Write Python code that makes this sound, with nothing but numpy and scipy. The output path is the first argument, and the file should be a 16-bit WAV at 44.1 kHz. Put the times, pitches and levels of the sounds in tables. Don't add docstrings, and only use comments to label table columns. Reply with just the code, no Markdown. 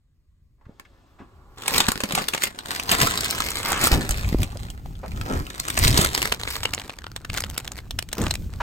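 import sys
import numpy as np
from scipy import signal
from scipy.fft import rfft, irfft, next_fast_len
from scipy.io import wavfile
from scipy.ndimage import map_coordinates

SR = 44100
rng = np.random.default_rng(int(sys.argv[2]) if len(sys.argv) > 2 else 0)


def transcribe(signal):
    frames = np.atleast_2d(signal).T
    limited = np.clip(frames, -1, 1)
    pcm = np.round(limited * 32767).astype(np.int16)
    wavfile.write(sys.argv[1], SR, pcm)


N = 380122
TIME = np.arange(N) / SR

# time in seconds, level in dB.
SLIDING_LEVEL = [(0.58, -80.5), (0.72, -73.5), (1.56, -66.5), (1.58, -42.5), (2.25, -40.5), (2.62, -50),
                 (2.72, -33), (2.86, -39.5), (3.1, -30.5), (3.9, -36.5), (4.2, -37.5), (4.88, -60.5),
                 (5.3, -43.5), (5.66, -41), (6.27, -31.5), (6.4, -50.5), (6.8, -43.5), (7.08, -58),
                 (7.65, -46.5), (7.88, -64), (8.45, -74.5), (8.51, -51)]
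# peak in seconds, swell in seconds, crackle level in dB, hollow rubbing level in dB.
CRUMPLES = [(1.767, 0.064, -22.5, -25), (2.19, 0.04, -30, -26.5), (2.439, 0.032, -27, -54),
            (2.93, .03, -22, -22.5), (3.018, 0.048, -23, -22.5), (3.718, 0.079, -29.5, -29.5),
            (3.842, 0.039, -20.5, -23.5), (3.933, 0.024, -24.5, -20), (4.419, .035, -42.5, -52),
            (4.621, 0.066, -46.5, -70), (5.32, 0.085, -47.5, -26.5), (5.85, 0.068, -22.5, -26.5),
            (6.0, 0.047, -20.5, -19.5), (6.53, 0.087, -31.5, -72), (7.785, .02, -40, -55),
            (7.374, .035, -31, -37.5), (8.234, .07, -36, -29)]
# start in seconds, level in dB, treble against middle in dB, note of the paper panel in Hz.
CREASE_SNAPS = [(0.798, -36, -5, 1062), (1.681, -13, 7, 2420), (1.782, -10, 7, 4084),
                (1.804, -9.5, 1, 3500), (1.886, -10, -1, 252), (1.919, -17, 9, 1340),
                (1.957, -24.5, -9, 280), (2.005, -21, 1, 680), (2.037, -16, -5, 272),
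                (2.109, -22, -14, 337), (2.123, -20.5, 4, 2000), (2.152, -14, 7, 2650),
                (2.178, -15.5, -11, 770), (2.285, -15.5, 3, 3800), (2.337, -18, -6, 2550),
                (2.348, -18.5, -2, 2040), (2.379, -23, -5, 2130), (2.437, -12, 8, 2060),
                (2.589, -25.5, -4, 4100), (2.798, -20.5, 0, 2720), (2.893, -17, -8, 4130),
                (2.916, -10.5, 6, 2850), (3.016, -10.5, 2, 1690), (3.072, -14.5, 2, 1300),
                (3.138, -25, -6, 1130), (3.176, -17, 3, 3930), (3.208, -19.5, 6, 4240),
                (3.246, -20, 4, 3900), (3.309, -17.5, 9, 3950), (3.404, -16.5, -1, 990),
                (3.506, -21.5, 15, 1490), (3.72, -16.5, 8, 790), (3.841, -13.5, 21, 1200),
                (3.872, -11.5, 13, 1316), (4.092, -20, 7, 810), (4.109, -18.5, 8, 6840),
                (4.432, -21, 5, 2300), (4.702, -32.0, 10.5, 2930), (5.118, -35.5, -7, 2400),
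                (5.213, -27, -7, 1360), (5.6, -19, 9, 4400), (5.684, -21, 5, 1270), (5.703, -19, 4, 1880),
                (5.776, -13.5, 0.5, 1960), (5.79, -15.5, 32, 5590), (5.849, -12.5, -2, 4050),
                (5.879, -10.5, 5, 4130), (5.976, -9.5, 2, 4640), (6.014, -13.5, 15, 3450),
                (6.048, -12, 3, 1310), (6.15, -14, 0, 4870), (6.178, -17, 1, 1930), (6.219, -18, 2, 2860),
                (6.228, -15.5, 2.5, 2210), (6.255, -17, -7, 1900), (6.323, -12, -6.5, 2700),
                (6.435, -22, -3, 4200), (6.476, -22, -16, 2000), (6.556, -24.5, -13, 4250),
                (6.633, -20.5, -4, 3100), (6.655, -13.5, -11, 3000), (6.737, -18, 0, 2550),
                (6.748, -22.5, 1, 6940), (6.779, -25.5, -44, 3700), (6.798, -30.5, 1, 3100),
                (6.817, -32.5, -10, 1950), (6.896, -26, -16, 2690), (6.904, -33, -18, 2430),
                (6.988, -32.5, -5, 2100), (7.042, -31.5, -13, 1310), (7.067, -29.5, -15, 1480),
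                (7.163, -24, -1, 3680), (7.251, -28.5, -5, 1520), (7.301, -24.5, -10, 2700),
                (7.342, -27, 9, 2620), (7.376, -20.5, 2, 3340), (7.383, -23.5, -3, 1450),
                (7.406, -21, 11, 2110), (7.439, -22.5, -7, 3020), (7.5, -29.5, 10, 3400),
                (7.579, -17.5, 8.5, 3200), (7.678, -25.5, 3, 3230), (7.719, -29, 3, 6500),
                (7.909, -25, 1.5, 3600), (7.99, -17, 1, 2900), (8.026, -28, 5, 2400),
                (8.089, -35.5, 2, 3420), (8.13, -20.5, 7, 1960), (8.183, -30, -2.5, 1100),
                (8.267, -19.5, -22, 300), (8.31, -16, -1.5, 4200), (8.34, -25.5, 5, 800),
                (8.355, -24.5, 0.5, 2480)]
# time in seconds, lead of the left microphone in ms.
BEARING = [(2.0, 0.11), (2.25, 0.48), (3.7, 0.094), (4.4, 0.32), (5.9, 0.347), (6.8, 0.041)]
# start in seconds, level before its envelope in dB, centre in Hz, decay in seconds.
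SCUFFS = [(.61, -52, 880, .008), (0.621, -65.5, 3580, 0.51), (0.652, -47.5, 1180, 0.0083),
          (.68, -44.5, 398, 0.022), (0.849, -45, 1810, 0.0075), (1.186, -40.5, 970, 0.025),
          (1.195, -32, 165, 0.024), (3.63, -22.5, 1250, 0.14), (3.934, -14.5, 187, 0.055),
          (4.385, -19.5, 169, 0.032), (4.553, -27.5, 450, 0.0074), (5.03, -25.5, 580, 0.017),
          (5.275, -23, 260, 0.07), (8.18, -16.5, 280, 0.026), (8.601, -16.5, 980, 0.015)]
# start in seconds, level before its envelope in dB, pitch in Hz, decay in seconds.
BUMPS = [(0.666, -25, 86.5, 0.0031), (0.694, -25.5, 210, 0.0023), (2.039, -18.5, 198, 0.0097),
         (2.135, -16, 176, 0.0071), (3.924, -1.5, 51.4, 0.011), (3.976, -11, 70, .008),
         (4.098, -11, 42, 0.018), (4.241, -15.5, 90, 0.043), (4.326, -3, 173, 0.002),
         (4.346, -0.5, 300, 0.0017), (4.35, -13, 52, 0.028), (4.394, -14, 85.4, 0.024),
         (4.859, -26.5, 755, 0.0017), (5.135, -17, 52.6, 0.017), (5.858, -0.5, 75.5, 0.0063),
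         (5.991, 2.5, 172, 0.0016), (8.209, -14, 174, 0.0062), (8.236, -12, 318, 0.003)]
# time in seconds, relative level in dB.
SWAY = [(0.0, -56), (1.3, -47.5), (1.8, -44), (2.7, -48.5), (3.0, -35), (3.75, -32), (4.3, -25),
        (4.55, -30), (5.0, -31.5), (5.33, -25), (5.6, -37.5), (6.15, -31.5), (6.95, -39.5), (7.12, -33.5),
        (8.62, -29.5)]
# peak in seconds, swell in seconds, relative level in dB.
LURCHES = [(3.02, 0.05, -24), (3.94, 0.1, -24.5), (4.41, 0.1, -23.5), (5.91, 0.095, -13.5),
           (8.26, 0.063, -16)]
# frequency in Hz, gain in dB.
CRACKLE_COLOUR = [(500, -8.5), (1200, -4), (2000, 1.5), (3000, -4), (4300, 0.5), (6000, -8.5), (8500, -5),
                  (11500, -7), (15500, -15.5)]
# frequency in Hz, gain in dB.
WALL_COLOUR = [(70, -4), (170, -0.5), (300, 1), (430, -1.5), (540, -4), (750, -3.5), (1300, -4.5),
               (2200, -17.5), (5000, -37)]
# frequency in Hz, gain in dB.
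SNAP_COLOUR = [(100, 12.5), (300, 6.5), (700, 7), (1400, 6.5), (2500, 4), (4200, 5), (6000, 0), (8500, 3.5),
               (11500, -0.5), (15500, -9.5)]
# frequency in Hz, gain in dB.
RUMBLE_COLOUR = [(12, -16), (28, -4), (50, -1), (90, -2.5), (170, -12), (300, -21.5), (1000, -49.5)]
# frequency in Hz, gain in dB.
AIR_COLOUR = [(30, -30), (900, -13), (2500, 13), (8000, -5), (15000, -46)]

HOLLOW_DB, SLIDING_REF_DB, HOLLOW_SLOPE = -32.5, -26.5, 0.5
HOLLOW_LEAD_DB = 14.5
CRUMPLE_RELEASE, LURCH_RELEASE = 1, 1.05


def rustle(slide_db=-5, wall_db=-4, jerk_db=0.5, brisk_db=-27, thinning=0.7, apart=0.85, wall_apart=0.16):
    crackle_level, wall_level = handling()
    activity = np.clip(undb(thinning * (crackle_level - brisk_db)), 0.1, 2)
    clicks = buckles(per_s=600 * activity, scatter_db=4.5, ring_s=0.0006)
    folding = TIME > SLIDING_LEVEL[2][0]
    sliding = undb(slide_db) ** 2 * (np.sqrt(activity) + 1 - folding)
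    energy = folding * clicks + sliding
    friction = rng.standard_normal((3, N)) * undb(jerk_db * walk(110))
    drive = friction * np.sqrt(energy)
    push = friction * np.sqrt(np.minimum(energy, 3))
    crackle = unit(flex(colour(spread(drive, apart), CRACKLE_COLOUR)))
    walls = unit(flex(colour(spread(push, wall_apart), WALL_COLOUR)))
    return crackle * undb(crackle_level) + walls * undb(wall_level + wall_db)


def handling():
    sliding, = curves(SLIDING_LEVEL)
    hollow = HOLLOW_DB + HOLLOW_SLOPE * (sliding - SLIDING_REF_DB)
    hollow = np.minimum(hollow, sliding + HOLLOW_LEAD_DB)
    hollow = np.where(TIME > SLIDING_LEVEL[0][0], hollow, sliding)
    s, swell_s, crackle_db, hollow_db = np.transpose(CRUMPLES)
    crackle_level = together(sliding, zip(s, swell_s, crackle_db), CRUMPLE_RELEASE)
    wall_level = together(hollow, zip(s, swell_s, hollow_db), CRUMPLE_RELEASE)
    return crackle_level, wall_level


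def buckles(per_s, scatter_db, ring_s):
    happens = rng.random(N) < per_s / SR
    size = undb(scatter_db * np.minimum(rng.exponential(size=N), 4)) * happens
    fade = np.exp(-2 / (ring_s * SR))
    energy = signal.filtfilt([1 - fade], [1, -fade], size ** 2 / per_s + 1e-12)
    return np.abs(energy) / np.mean(energy)


def flex(x, shift_s=0.005, per_s=14):
    where = np.arange(N) + shift_s * SR * walk(per_s)
    return np.array([map_coordinates(row, [where], order=3, mode="mirror") for row in x])


def snaps(ring_s=0.0012, panel_q=6, panel_gain=2.14, overtone_gain=0.36, bass_share=0.12, apart=0.8):
    out = np.zeros((2, N))
    lead_s, burst_s, rise_s = 0.012, 0.0035, 0.0008
    beside_db, beside_s = -10, 0.0025
    t = np.arange(2048) / SR - lead_s
    for s, db, treble_db, panel_hz in list(CREASE_SNAPS) + stray_creases():
        stretch = np.clip(2 ** ((db + 21) / 10), 0.7, 1.9) * np.exp(0.15 * rng.standard_normal())
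        core = np.exp(np.minimum(t / rise_s, -t / ring_s) / stretch)
        offset_s = rng.uniform(-beside_s, 2 * beside_s)
        beside = np.exp(-np.abs(t - offset_s) / ring_s)
        noise = spread(rng.standard_normal((3, len(t))), apart)
        burst = (core + undb(beside_db) * beside) * noise
        f = freqs(burst)
        overtone_hz = panel_hz * 2 ** rng.uniform(0, 1.87, 3)
        overtones = sum(resonance(f, hz, 2 * panel_q) for hz in overtone_hz)
        panel = 1 + panel_gain * resonance(f, panel_hz, panel_q) + overtone_gain * overtones
        panel = panel * f / (f - 1j * bass_share * panel_hz)
        tilt = undb(treble_db * f ** 4 / (f ** 4 + 5500 ** 4))
        burst = colour(shape(burst, panel * tilt), SNAP_COLOUR)
        loudness = np.sqrt(np.sum(burst ** 2) / (2 * burst_s * SR))
        add(out, s - lead_s, undb(db) * burst / loudness)
    return out


def stray_creases(above_db=6, scatter_db=0.5, treble_db=3, treble_scatter_db=8, panel_hz=2300, count=100):
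    usual_db, crowding, growth, brightening = -30, 0.4, 0.72, 0.7
    effort_db = handling()[0] - usual_db
    touched = TIME > SLIDING_LEVEL[3][0]
    worked = np.cumsum(undb(crowding * effort_db) * touched)
    share = (np.arange(count) + rng.random(count)) / count
    when = np.searchsorted(worked, worked[-1] * share).clip(0, N - 1)
    size, treble, panel = rng.standard_normal((count, 3)).T
    level = usual_db + above_db + growth * effort_db[when] + scatter_db * size
    brightness = treble_db + brightening * effort_db[when] + treble_scatter_db * treble
    return list(zip(TIME[when], level, brightness, panel_hz * np.exp(0.5 * panel)))


def scuffs(q=1.38, rise_share=0.45):
    out = np.zeros(N)
    t = np.arange(65536) / SR
    for s, db, hz, decay_s in SCUFFS:
        noise = rng.standard_normal(len(t))
        f = freqs(noise)
        rub = unit(shape(noise, resonance(f, hz, q) * resonance(f, hz, q / 2)))
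        envelope = (1 - np.exp(-t / (rise_share * decay_s))) * np.exp(-t / decay_s)
        add(out, s, undb(db) * rub * envelope)
    return out


def bumps():
    out = np.zeros(N)
    t = np.arange(8192) / SR
    for s, db, hz, decay_s in BUMPS:
        envelope = (1 - np.exp(-8 * hz * t)) * np.exp(-t / decay_s)
        add(out, s, undb(db) * np.sin(2 * np.pi * hz * t) * envelope)
    return out


def reflections(x, t60_s=0.087, inside_db=-9.0, count=24):
    leave_s, outside_db = 6.1, -17
    t = np.arange(4096) / SR
    x = x * undb(np.interp(TIME, [leave_s - 0.5, leave_s + 0.5], [inside_db, outside_db]))
    out, hop = np.zeros((2, N)), N // count
    for start in range(0, N - hop, hop):
        echo = rng.standard_normal((2, len(t))) * np.exp(-np.log(1000) * t / t60_s)
        echo = colour(echo, [(300, 2), (1200, 6), (15000, 0)]) / np.sqrt(np.sum(echo ** 2) / 2)
        part = x[start:start + 2 * hop]
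        part = part * np.sin(np.pi * np.arange(len(part)) / (2 * hop))
        add(out, start / SR, signal.fftconvolve(part[None], echo, axes=1))
    return out


def rumble(rumble_db=-4.0, deep_hz=110, brisk_db=-28, brightening=0.28, calming=0.26):
    sway, = curves(SWAY)
    level = together(sway, LURCHES, LURCH_RELEASE)
    noise = spread(unit(colour(rng.standard_normal((3, N)), RUMBLE_COLOUR)), apart=0.3)
    deep = signal.sosfiltfilt(signal.butter(2, deep_hz, fs=SR, output="sos"), noise)
    noise = deep + (noise - deep) * undb(brightening * np.minimum(level - brisk_db, 0))
    unrest = np.clip(undb(calming * (level - brisk_db)), 0, 1)
    buffet_db, per_s, limit = 3.5, 22, 1.5
    buffeting = buffet_db * unrest * np.minimum(walk(per_s), limit)
    return noise * undb(level + rumble_db + buffeting)


def outdoors(air_db=-68, door_s=3.5, opening_s=0.57):
    air = spread(unit(colour(rng.standard_normal((3, N)), AIR_COLOUR)), apart=1.0)
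    opening = np.clip((TIME - door_s) / opening_s, 0, 1)
    return air * undb(air_db + walk(1)) * opening


def swell(peak_s, swell_s, release, roundness=1.26):
    t = (TIME - peak_s) / swell_s
    return np.exp(-np.minimum(np.maximum(-t, t / release), 30) ** roundness)


def together(bed_db, movements, release):
    power = undb(bed_db) ** 2
    for s, swell_s, db in movements:
        power = power + (undb(db) * swell(s, swell_s, release)) ** 2
    return 10 * np.log10(power)


def undb(db):
    return 10 ** (np.asarray(db) / 20)


def unit(x):
    return x / np.sqrt(np.mean(x ** 2))


def curves(table):
    times, *columns = np.transpose(table)
    return [np.interp(TIME, times, column) for column in columns]


def freqs(x):
    return np.maximum(np.fft.rfftfreq(x.shape[-1], 1 / SR), 1)


def shape(x, gain):
    return irfft(rfft(x) * gain, x.shape[-1])


def colour(x, points):
    hz, db = np.transpose(points)
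    length = x.shape[-1]
    padding = [(0, 0)] * (x.ndim - 1) + [(0, next_fast_len(length, True) - length)]
    padded = np.pad(x, padding)
    gain = undb(np.interp(np.log(freqs(padded)), np.log(hz), db))
    return shape(padded, gain)[..., :length]


def resonance(f, hz, q):
    return 1 / (1 + 1j * q * (f / hz - hz / f))


def walk(rate):
    steps = rng.standard_normal(N // 50)
    return 1.07 * np.interp(TIME * rate, np.arange(len(steps)), steps)


def add(out, s, sound):
    start = int(s * SR)
    out[..., start:start + sound.shape[-1]] += sound[..., :N - start]


def spread(x, apart):
    return (x[0] + apart * x[1:]) / np.sqrt(1 + apart ** 2)


def scene():
    left, right = rustle() + snaps()
    rubs = scuffs()
    lead_ms, = curves(BEARING)
    right = map_coordinates(right, [np.arange(N) - lead_ms * SR / 1000], order=3)
    close = np.array([left, right]) + rubs
    return close + reflections(left + rubs) + rumble() + bumps() + outdoors()


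def record(dry, kept=0.11):
    split_hz, lag_s, top_hz = 6500, 0.000141, 15900
    padded = np.pad(dry, [(0, 0), (0, next_fast_len(N, True) - N)])
    f, (left, right) = freqs(padded[0]), rfft(padded)
    own = 1 / (1 + (f / split_hz) ** 16)
    own = np.maximum(own, kept ** 2)
    delayed = right * np.exp(-2j * np.pi * f * lag_s)
    left = np.sqrt(own) * left + np.sqrt(1 - own) * delayed
    sound = irfft(np.array([left, right]), padded.shape[-1])[:, :N]
    sound = np.clip(sound, -1, 1)
    return signal.sosfilt(signal.ellip(10, 0.2, 80, top_hz, fs=SR, output="sos"), sound)


dry = scene()
out = record(dry)
transcribe(out)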